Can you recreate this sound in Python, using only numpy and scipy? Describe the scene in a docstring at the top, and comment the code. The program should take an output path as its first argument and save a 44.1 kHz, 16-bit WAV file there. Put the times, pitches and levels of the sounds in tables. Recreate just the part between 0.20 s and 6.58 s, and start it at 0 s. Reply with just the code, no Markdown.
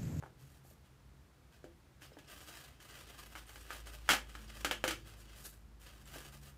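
"""Prying open an advent calendar door

Fingers slide, squeak and pick at a cardboard calendar in a small living room. The door's perforated
ties give way in sharp snaps and the hollow box knocks. Underneath lies quiet room rumble; a low
drone, like an engine outside, swells and fades, and a second hum comes in late."""
import sys
import numpy as np
from scipy import signal
from scipy.fft import rfft, irfft
from scipy.io import wavfile

SR = 44100
rng = np.random.default_rng(int(sys.argv[2]) if len(sys.argv) > 2 else 0)


def transcribe(u):
    """Save the signal u as a 16-bit wav file named by the first command-line argument.

    u: samples, shape (n,) or (channels, n), limited to [-1, 1]; the rate is SR.
    q: integer samples, one column per channel.
    """
    v = np.clip(np.atleast_2d(u).T, -1, 1)
    q = np.round(v * 32767).astype(np.int16)
    wavfile.write(sys.argv[1], SR, q)


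N = 281172
TIME = np.arange(N) / SR


def from_db(db):
    """Decibels to gain."""
    return 10 ** (np.asarray(db) / 20)


def rms_one(x):
    """Scale to unit rms."""
    return x / np.sqrt(np.mean(x ** 2) + 1e-20)


def in_time(points):
    """An automation curve through (time_s, value) points."""
    return np.interp(TIME, *np.transpose(points))


def at_hz(points, hz):
    """Read (freq_hz, value) points on a log-frequency axis."""
    known_hz, values = np.transpose(points)
    return np.interp(np.log(np.maximum(hz, 1)), np.log(known_hz), values)


def butter(x, hz, kind, order=2):
    """Causal Butterworth filter."""
    return signal.sosfilt(signal.butter(order, hz, kind, fs=SR, output="sos"), x)


def emphasise(x, hz, boost_db, q):
    """Bell EQ around hz."""
    return x + (from_db(boost_db) - 1) * signal.lfilter(*signal.iirpeak(hz, q, fs=SR), x)


def through(x, response):
    """Play x through an impulse response, keeping its length."""
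    return signal.oaconvolve(x, response)[:len(x)]


def pulse_of(spectrum, size=8192):
    """The tightest causal click with this spectrum (minimum phase)."""
    cepstrum = irfft(np.log(from_db(at_hz(spectrum, np.fft.rfftfreq(size, 1 / SR)))))
    cepstrum[1:size // 2] *= 2
    cepstrum[size // 2 + 1:] = 0
    return irfft(np.exp(rfft(cepstrum)))


def drift(per_s):
    """Smooth random modulation at unit rms."""
    knots = rng.standard_normal(4096)
    return rms_one(np.interp(TIME * per_s, np.arange(len(knots)), knots))


def room(wet_db, near_db, near_t60_s=0.059, gap_s=0.00064, size=12000):
    """Direct sound, a flurry off the table and window, then a tail that dies band by band."""
    # the room's decay: freq_hz, t60_s
    decay = [(150, 0.22), (400, 0.28), (1000, 0.2), (2500, 0.22), (6000, 0.2), (15000, 0.18)]
    t, white = TIME[:size], rng.standard_normal((3, size))
    edges_hz = np.geomspace(130, 17000, 7)
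    tail = np.zeros(size)
    for k, (lo, hi) in enumerate(zip(edges_hz, edges_hz[1:])):
        t60_s = at_hz(decay, np.sqrt(lo * hi))
        tail += butter(white[k % 2], [lo, hi], "band") * from_db(-60 * t / t60_s)
    near = white[2] * from_db(-60 * t / near_t60_s)
    arrival = np.clip(t / gap_s - .5, 0, 1)
    echoes = from_db(wet_db) * rms_one(tail * arrival) + from_db(near_db) * rms_one(near * arrival)
    return (t == 0) + echoes / np.sqrt(size)


def room_tone(level_db=-62.5):
    """A steady bed of rumble and faint hiss."""
    # colour of the still room: freq_hz, relative_db
    colour = [(20, -32.5), (40, -13), (62, 2.5), (90, -8), (135, -13), (180, -14.5), (330, -18),
              (600, -24.5), (1400, -26.5), (2500, -32), (6000, -37.5), (15500, -44)]
    gains = from_db(at_hz(colour, np.fft.rfftfreq(N, 1 / SR)))
    return from_db(level_db) * rms_one(irfft(rfft(rng.standard_normal(N)) * gains, N))


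def boom(trim_db=-3.0, hz=135, width_hz=18):
    """Background noise gathered in one low resonance of the room."""
    # the boom's rise and fall, ahead of the trim: time_s, level_db
    swell = [(0, -59), (0.6, -64), (1.3, -69), (2.0, -65), (3.6, -70.5), (4.6, -64.5), (5.6, -69)]
    band = butter(rng.standard_normal(N), [hz - width_hz / 2, hz + width_hz / 2], "band")
    return from_db(in_time(swell) + trim_db) * rms_one(band)


def box_pulse(spectrum, depth):
    """A click of this colour ringing through the box; depth is how firmly the box is driven."""
    # resonances of box and tray, and the dips between, at full depth: freq_hz, width_hz, lift_db
    resonances = [(299, 41, 5), (338, 97, 0.5), (510, 12, 10), (602, 18, 9), (869, 130, 14),
                  (960, 400, -7.5), (1275, 220, 5), (1528, 82, 2.5), (1690, 15, 10), (2167, 67, 4.5),
                  (2308, 20, 7), (2660, 120, 1.5), (3090, 340, 8.5), (3700, 170, -1), (7500, 1100, 2)]
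    pulse = pulse_of(spectrum)
    for hz, width_hz, lift_db in resonances:
        pulse = emphasise(pulse, hz, depth * lift_db, q=hz / width_hz)
    return pulse


def cavity_ring(thud_hz, reach=0.27, size=12000):
    """The air in the box and the table under it ring on; modes near the thud are struck hardest."""
    # low modes: pitch_hz, t60_s, relative_db
    modes = [(210, 0.26, 3), (302.5, 0.054, 15.5), (341, 0.47, -1), (381.3, 0.22, 1.5), (442.4, 0.14, -7.5),
             (525, 0.075, -6)]
    t, ring = TIME[:size], np.zeros(size)
    for hz, t60_s, db in modes:
        coupling = np.exp(-np.abs(np.log(hz / thud_hz)) / reach)
        ring += coupling * from_db(db - 60 * t / t60_s) * np.sin(2 * np.pi * hz * t)
    return rms_one(ring) / np.sqrt(size)


def blows(ordinary_pick_db=-48, knock_dry_db=5):
    """Cue list of ties, picks and knocks; the soft knocks sound drier, with less room echo."""
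    # perforated ties giving way: start_s, card_db, thud_db, edge_db, spot_hz, thud_hz
    ties = [(3.879, -42, -67, -60, 1600, 300), (3.8905, -12, -44, -26.5, 1590, 512),
            (3.9015, -16.5, -38, -29, 1490, 270), (3.907, -19, -44, -29, 2970, 210),
            (3.918, -21, -42.5, -31.5, 2780, 234), (3.933, -22, -42.5, -31.5, 900, 272),
            (4.447, -21.5, -40, -31.5, 1380, 288), (4.5115, -20.5, -43, -36, 3100, 480),
            (4.64, -20.5, -34.5, -35.5, 1400, 510), (4.678, -26.5, -42, -31, 2700, 313),
            (4.708, -29, -51.5, -37.5, 1300, 380)]
    # a fingernail picking at the card: start_s, card_db, spot_hz
    picks = [(1.82, -48, 1690), (1.987, -49, 2800), (2.602, -52.5, 1600), (3.153, -36.5, 1280),
             (3.16, -39.5, 1460), (3.294, -48.5, 847), (3.358, -43.5, 1390), (3.407, -60, 1160),
             (3.505, -30.5, 1370), (3.66, -53, 3000), (4.094, -49.5, 2920), (4.152, -37, 1360),
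             (5.251, -49, 1530), (5.856, -68, 1490)]
    # soft bumps and grips on the box: start_s, card_db, thud_db, edge_db, spot_hz, thud_hz
    knocks = [(0.025, -41, -55.5, -68, 850, 368), (0.036, -37, -58, -67, 674, 400),
              (0.061, -45, -62, -69, 735, 390), (0.449, -56, -66, -82, 820, 350),
              (0.511, -61, -62, -78, 700, 233), (1.442, -45, -48.5, -62.5, 724, 337),
              (1.919, -66, -58, -79, 1100, 430), (1.969, -46.5, -53, -76, 850, 270),
              (5.959, -50, -51, -59, 700, 420)]
    cues = [(*tie, 0) for tie in ties]
    for start_s, card_db, spot_hz in picks:
        force_db = card_db - ordinary_pick_db   # only a share reaches the thud and the edge
        thud_db, edge_db, thud_hz = -67 + 0.74 * force_db, -57 + 0.4 * force_db, 300
        cues.append((start_s, card_db, thud_db, edge_db, spot_hz, thud_hz, 0))
    return cues + [(*knock, knock_dry_db) for knock in knocks]


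def knocks_and_snaps(thud_trim_db=-3.0, card_trim_db=-15.0, edge_trim_db=-4.5,
                     cavity_db=-3.0, fibres_db=3.5, tear_s=0.0026, size=12000):
    """Each blow rings the box in three layers: hollow thud, card tone, crisp edge of tearing fibres."""
    # the broad crack of a breaking tie: freq_hz, relative_db
    crack = [(100, -14.5), (250, -3.5), (600, -5.5), (1000, -3.5), (1600, 0), (3200, -8), (4500, -8.5),
             (8000, -11.5), (11000, -14.5), (15500, -18.5)]
    click = box_pulse(crack, depth=0.93)
    hollow = butter(click, [190, 600], "band", order=3)
    panel = butter(click, [600, 3750], "band", order=4)
    crisp = butter(click, 1910, "high", order=3)
    out, t = np.zeros(N + size), TIME[:size]
    for start_s, card_db, thud_db, edge_db, spot_hz, thud_hz, echo_cut_db in blows():
        thud = emphasise(hollow, thud_hz, boost_db=11.5, q=14.0)
        thud = through(room(wet_db=-3.0 - echo_cut_db, near_db=-8.0 - echo_cut_db), thud)
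        thud += from_db(cavity_db) * np.linalg.norm(thud) * cavity_ring(thud_hz)

        card = emphasise(panel, spot_hz, boost_db=8.5, q=3.3)
        card = emphasise(card, 2.12 * spot_hz, boost_db=4.0, q=9.5)   # the struck spot's higher mode
        card = butter(card, 1.95 * spot_hz, "low", order=3)   # a slack, low spot gives a dull contact
        card = through(room(wet_db=-2.0 - echo_cut_db, near_db=-9.0), card)

        fibres = rms_one(rng.standard_normal(size) * np.exp(-t / tear_s)) / np.sqrt(size)
        edge = through(from_db(fibres_db) * fibres + room(wet_db=10.5, near_db=6.5), crisp)

        start = round(start_s * SR)
        levels_db = [thud_db + thud_trim_db, card_db + card_trim_db, edge_db + edge_trim_db]
        for layer, db in zip([thud, card, edge], levels_db):
            attack_rms = np.std(layer[:SR // 50])   # first 20 ms
            out[start:start + size] += from_db(db) * layer / attack_rms
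    return out[:N]


def stroke(start_s, length_s, attack_s=0.023, release_s=0.041):
    """Envelope of a finger that gets going, slides evenly and eases off."""
    attack = np.clip((TIME - start_s) / attack_s, 0, 1)
    return attack * np.exp(-np.clip(TIME - start_s - length_s, 0, 1) / release_s)


def friction(catches_per_s, spread_db, smooth_db):
    """Skin catches on the card in many tiny slips of uneven size, over a smooth sliding noise."""
    sizes = from_db(spread_db * np.minimum(rng.exponential(1, N), 4))
    signs = rng.choice([-1, 1], N)
    slips = sizes * signs * (rng.random(N) < catches_per_s / SR)
    return rms_one(rms_one(slips) + from_db(smooth_db) * rng.standard_normal(N))


def moving_hand(x, per_s, count=5):
    """As the hand moves, the sound crossfades from one pattern of reflections to the next."""
    place = TIME * per_s
    shares = [np.sqrt(np.clip(1 - np.abs((place - k) % count - 1), 0, 1)) for k in range(count)]
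    return sum(through(share * x, room(wet_db=-2.0, near_db=-2.0)) for share in shares)


def fingers(rub_db=-1.5, hiss_db=-4.5, judder_db=1.5, flutter_db=1.16):
    """Sliding fingers drive the panel's dull rub and the surface's bright hiss with the same slips."""
    # finger strokes, brighter when light and fast: start_s, length_s, relative_db, brightness_db
    strokes = [(0.172, 0.19, -69.5, 2), (0.432, 0.081, -76, 10.5), (0.64, 0.022, -69.5, -2),
               (1.307, 0.061, -67.5, -7), (1.799, 0.045, -58, -4.5), (1.865, 0.18, -68, -8),
               (2.065, .03, -57, -4), (2.093, 0.03, -52, -2.5), (2.151, 0.14, -57, -1.5),
               (2.271, .18, -54, -3), (2.48, .08, -67, -9), (2.601, 0.053, -59.5, -0.5),
               (2.678, 0.14, -57, -4), (2.852, 0.12, -58.5, -4.5), (2.967, 0.034, -53, -2),
               (3.043, 0.028, -64.5, 3), (3.102, 0.033, -56.5, -2), (3.16, 0.028, -53, -3),
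               (3.257, 0.16, -60.5, 1.5), (3.443, 0.091, -58, -4), (3.49, 0.076, -51, -4.5),
               (3.653, 0.038, -55.5, -3), (3.711, 0.031, -54, -2), (3.832, 0.078, -61, -4),
               (4.077, 0.18, -59.5, -3.5), (4.273, .025, -54, -12), (4.32, 0.098, -56, -3),
               (4.85, 0.058, -58.5, -3), (4.96, 0.049, -62, 3), (5.067, .1, -59, -8),
               (5.15, 0.042, -56.5, 3.5), (5.232, 0.022, -56.5, 9), (5.308, 0.033, -64.5, 2),
               (5.593, 0.049, -60.5, 0.5), (5.641, 0.049, -55.5, -7), (5.715, 0.11, -66.5, -2),
               (5.85, 0.2, -58.5, -1.5), (5.923, 0.022, -49, -2), (6.045, 0.029, -58, -3),
               (6.109, 0.044, -58, -0.5), (6.208, 0.082, -59.5, -0.5)]
    # colour of the rubbed panel: freq_hz, relative_db
    rub_colour = [(120, -20.5), (280, -1.5), (450, -2), (950, -3), (1600, 1), (2200, -4), (3000, 0),
                  (3900, -5), (6000, -9), (12000, -22)]
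    # colour of the skin's dry hiss: freq_hz, relative_db
    hiss_colour = [(1500, -18), (3500, 1.5), (5200, 0), (8000, 2), (11000, -2.5), (14000, -1.5),
                   (16000, -7.5)]
    grip = (2.6, 2.6, -64, -8)   # one long, faint stroke: the hand shifts while it works at the door
    rub_gain, hiss_gain = np.full((2, N), 1e-9)
    for start_s, length_s, db, brightness_db in [grip, *strokes]:
        pressure = from_db(db) * stroke(start_s, length_s)
        rub_gain = np.hypot(rub_gain, pressure)
        hiss_gain = np.hypot(hiss_gain, pressure * from_db(brightness_db))
    slips = friction(catches_per_s=1200, spread_db=4.0, smooth_db=-2.0)
    slips *= from_db(judder_db * drift(70))
    slips = moving_hand(slips, per_s=25) * from_db(flutter_db * drift(110))
    rub = rms_one(through(slips, box_pulse(rub_colour, depth=0.2)))
    hiss = rms_one(through(slips, pulse_of(hiss_colour)))
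    sheen_db = 1.0 + 0.49 * 20 * np.log10(hiss_gain / rub_gain)   # bright strokes get more air
    hiss = emphasise(hiss, 12000, boost_db=sheen_db, q=4.6)
    return from_db(rub_db) * rub_gain * rub + from_db(hiss_db) * hiss_gain * hiss


def squeaks():
    """Stick and slip lock for a moment into a short, unsteady whistle."""
    # skin squeaking on the glossy print: start_s, peak_db, pitch_hz, length_s
    cues = [(1.834, -62, 5100, 0.015), (1.868, -63, 5100, 0.011), (1.93, -64, 5150, 0.011),
            (2.073, -62, 5240, 0.013), (3.266, -59, 9200, 0.008), (3.41, -55, 7970, 0.0036),
            (4.274, -60, 4914, 0.013), (4.406, -64, 5190, 0.009), (5.856, -54, 7500, 0.0028)]
    wobbly_time = np.cumsum(1 + .03 * drift(900)) / SR
    out = np.zeros(N)
    for start_s, peak_db, hz, length_s in cues:
        swell = np.sin(np.pi * np.clip((TIME - start_s) / length_s, 0, 1))
        out += from_db(peak_db) * swell * np.sin(2 * np.pi * hz * wobbly_time)
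    return through(out, room(wet_db=-9.0, near_db=-12.0))


def drone(nearest_s=3.84, peak_db=-51.5, rise_db_per_s=12.5, fall_db_per_s=5, waver_db=4.0):
    """A low tone outside swells, sinks a little in pitch as it passes and fades; its overtones waver."""
    # the fundamental sinks, then holds: time_s, pitch_hz
    glide = [(2.7, 55.3), (3.2, 54.48), (3.95, 54.4), (4.6, 53.1)]
    # the overtones' shared swell: time_s, level_db
    overtone_swell = [(0, -100), (2.9, -71), (4.05, -72.5), (4.3, -59.5), (4.7, -62), (5.2, -65.5),
                      (5.6, -72), (6.38, -75)]
    # their balance: harmonic_number, relative_db
    overtones = [(2, -1.5), (3, -21), (4, -9), (6, -15.5)]
    past_s = TIME - nearest_s
    level_db = peak_db + np.minimum(rise_db_per_s * past_s, -fall_db_per_s * past_s)
    phase = 2 * np.pi * np.cumsum(in_time(glide)) / SR
    tone = from_db(level_db) * np.sin(phase)
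    for harmonic, db in overtones:
        gain = from_db(in_time(overtone_swell) + db + waver_db * drift(5.7))
        tone += gain * np.sin(harmonic * phase + 0.28 * drift(5.5))
    return np.sqrt(2) * tone


def hum(start_s=5.6, rise_s=0.6, waver_db=4.0):
    """A second, slightly higher hum fades in, each partial wavering on its own."""
    # the hum's partials: pitch_hz, level_db
    partials = [(70, -71), (139.5, -66.5), (210, -71.5)]
    fade_in = np.clip((TIME - start_s) / rise_s, 0, 1)
    tone = sum(from_db(db + waver_db * drift(5)) * np.sin(2 * np.pi * hz * TIME) for hz, db in partials)
    return np.sqrt(2) * fade_in * tone


def scene():
    """The calendar and the background, mixed in mono."""
    calendar = knocks_and_snaps() + fingers() + squeaks()
    return (calendar + drone() + hum() + boom() + room_tone())[None]


def record(dry):
    """A steep high cut at 15.5 kHz."""
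    return signal.sosfilt(signal.ellip(10, .1, 70, 15500, fs=SR, output="sos"), dry)


dry = scene()
out = record(dry)
transcribe(out)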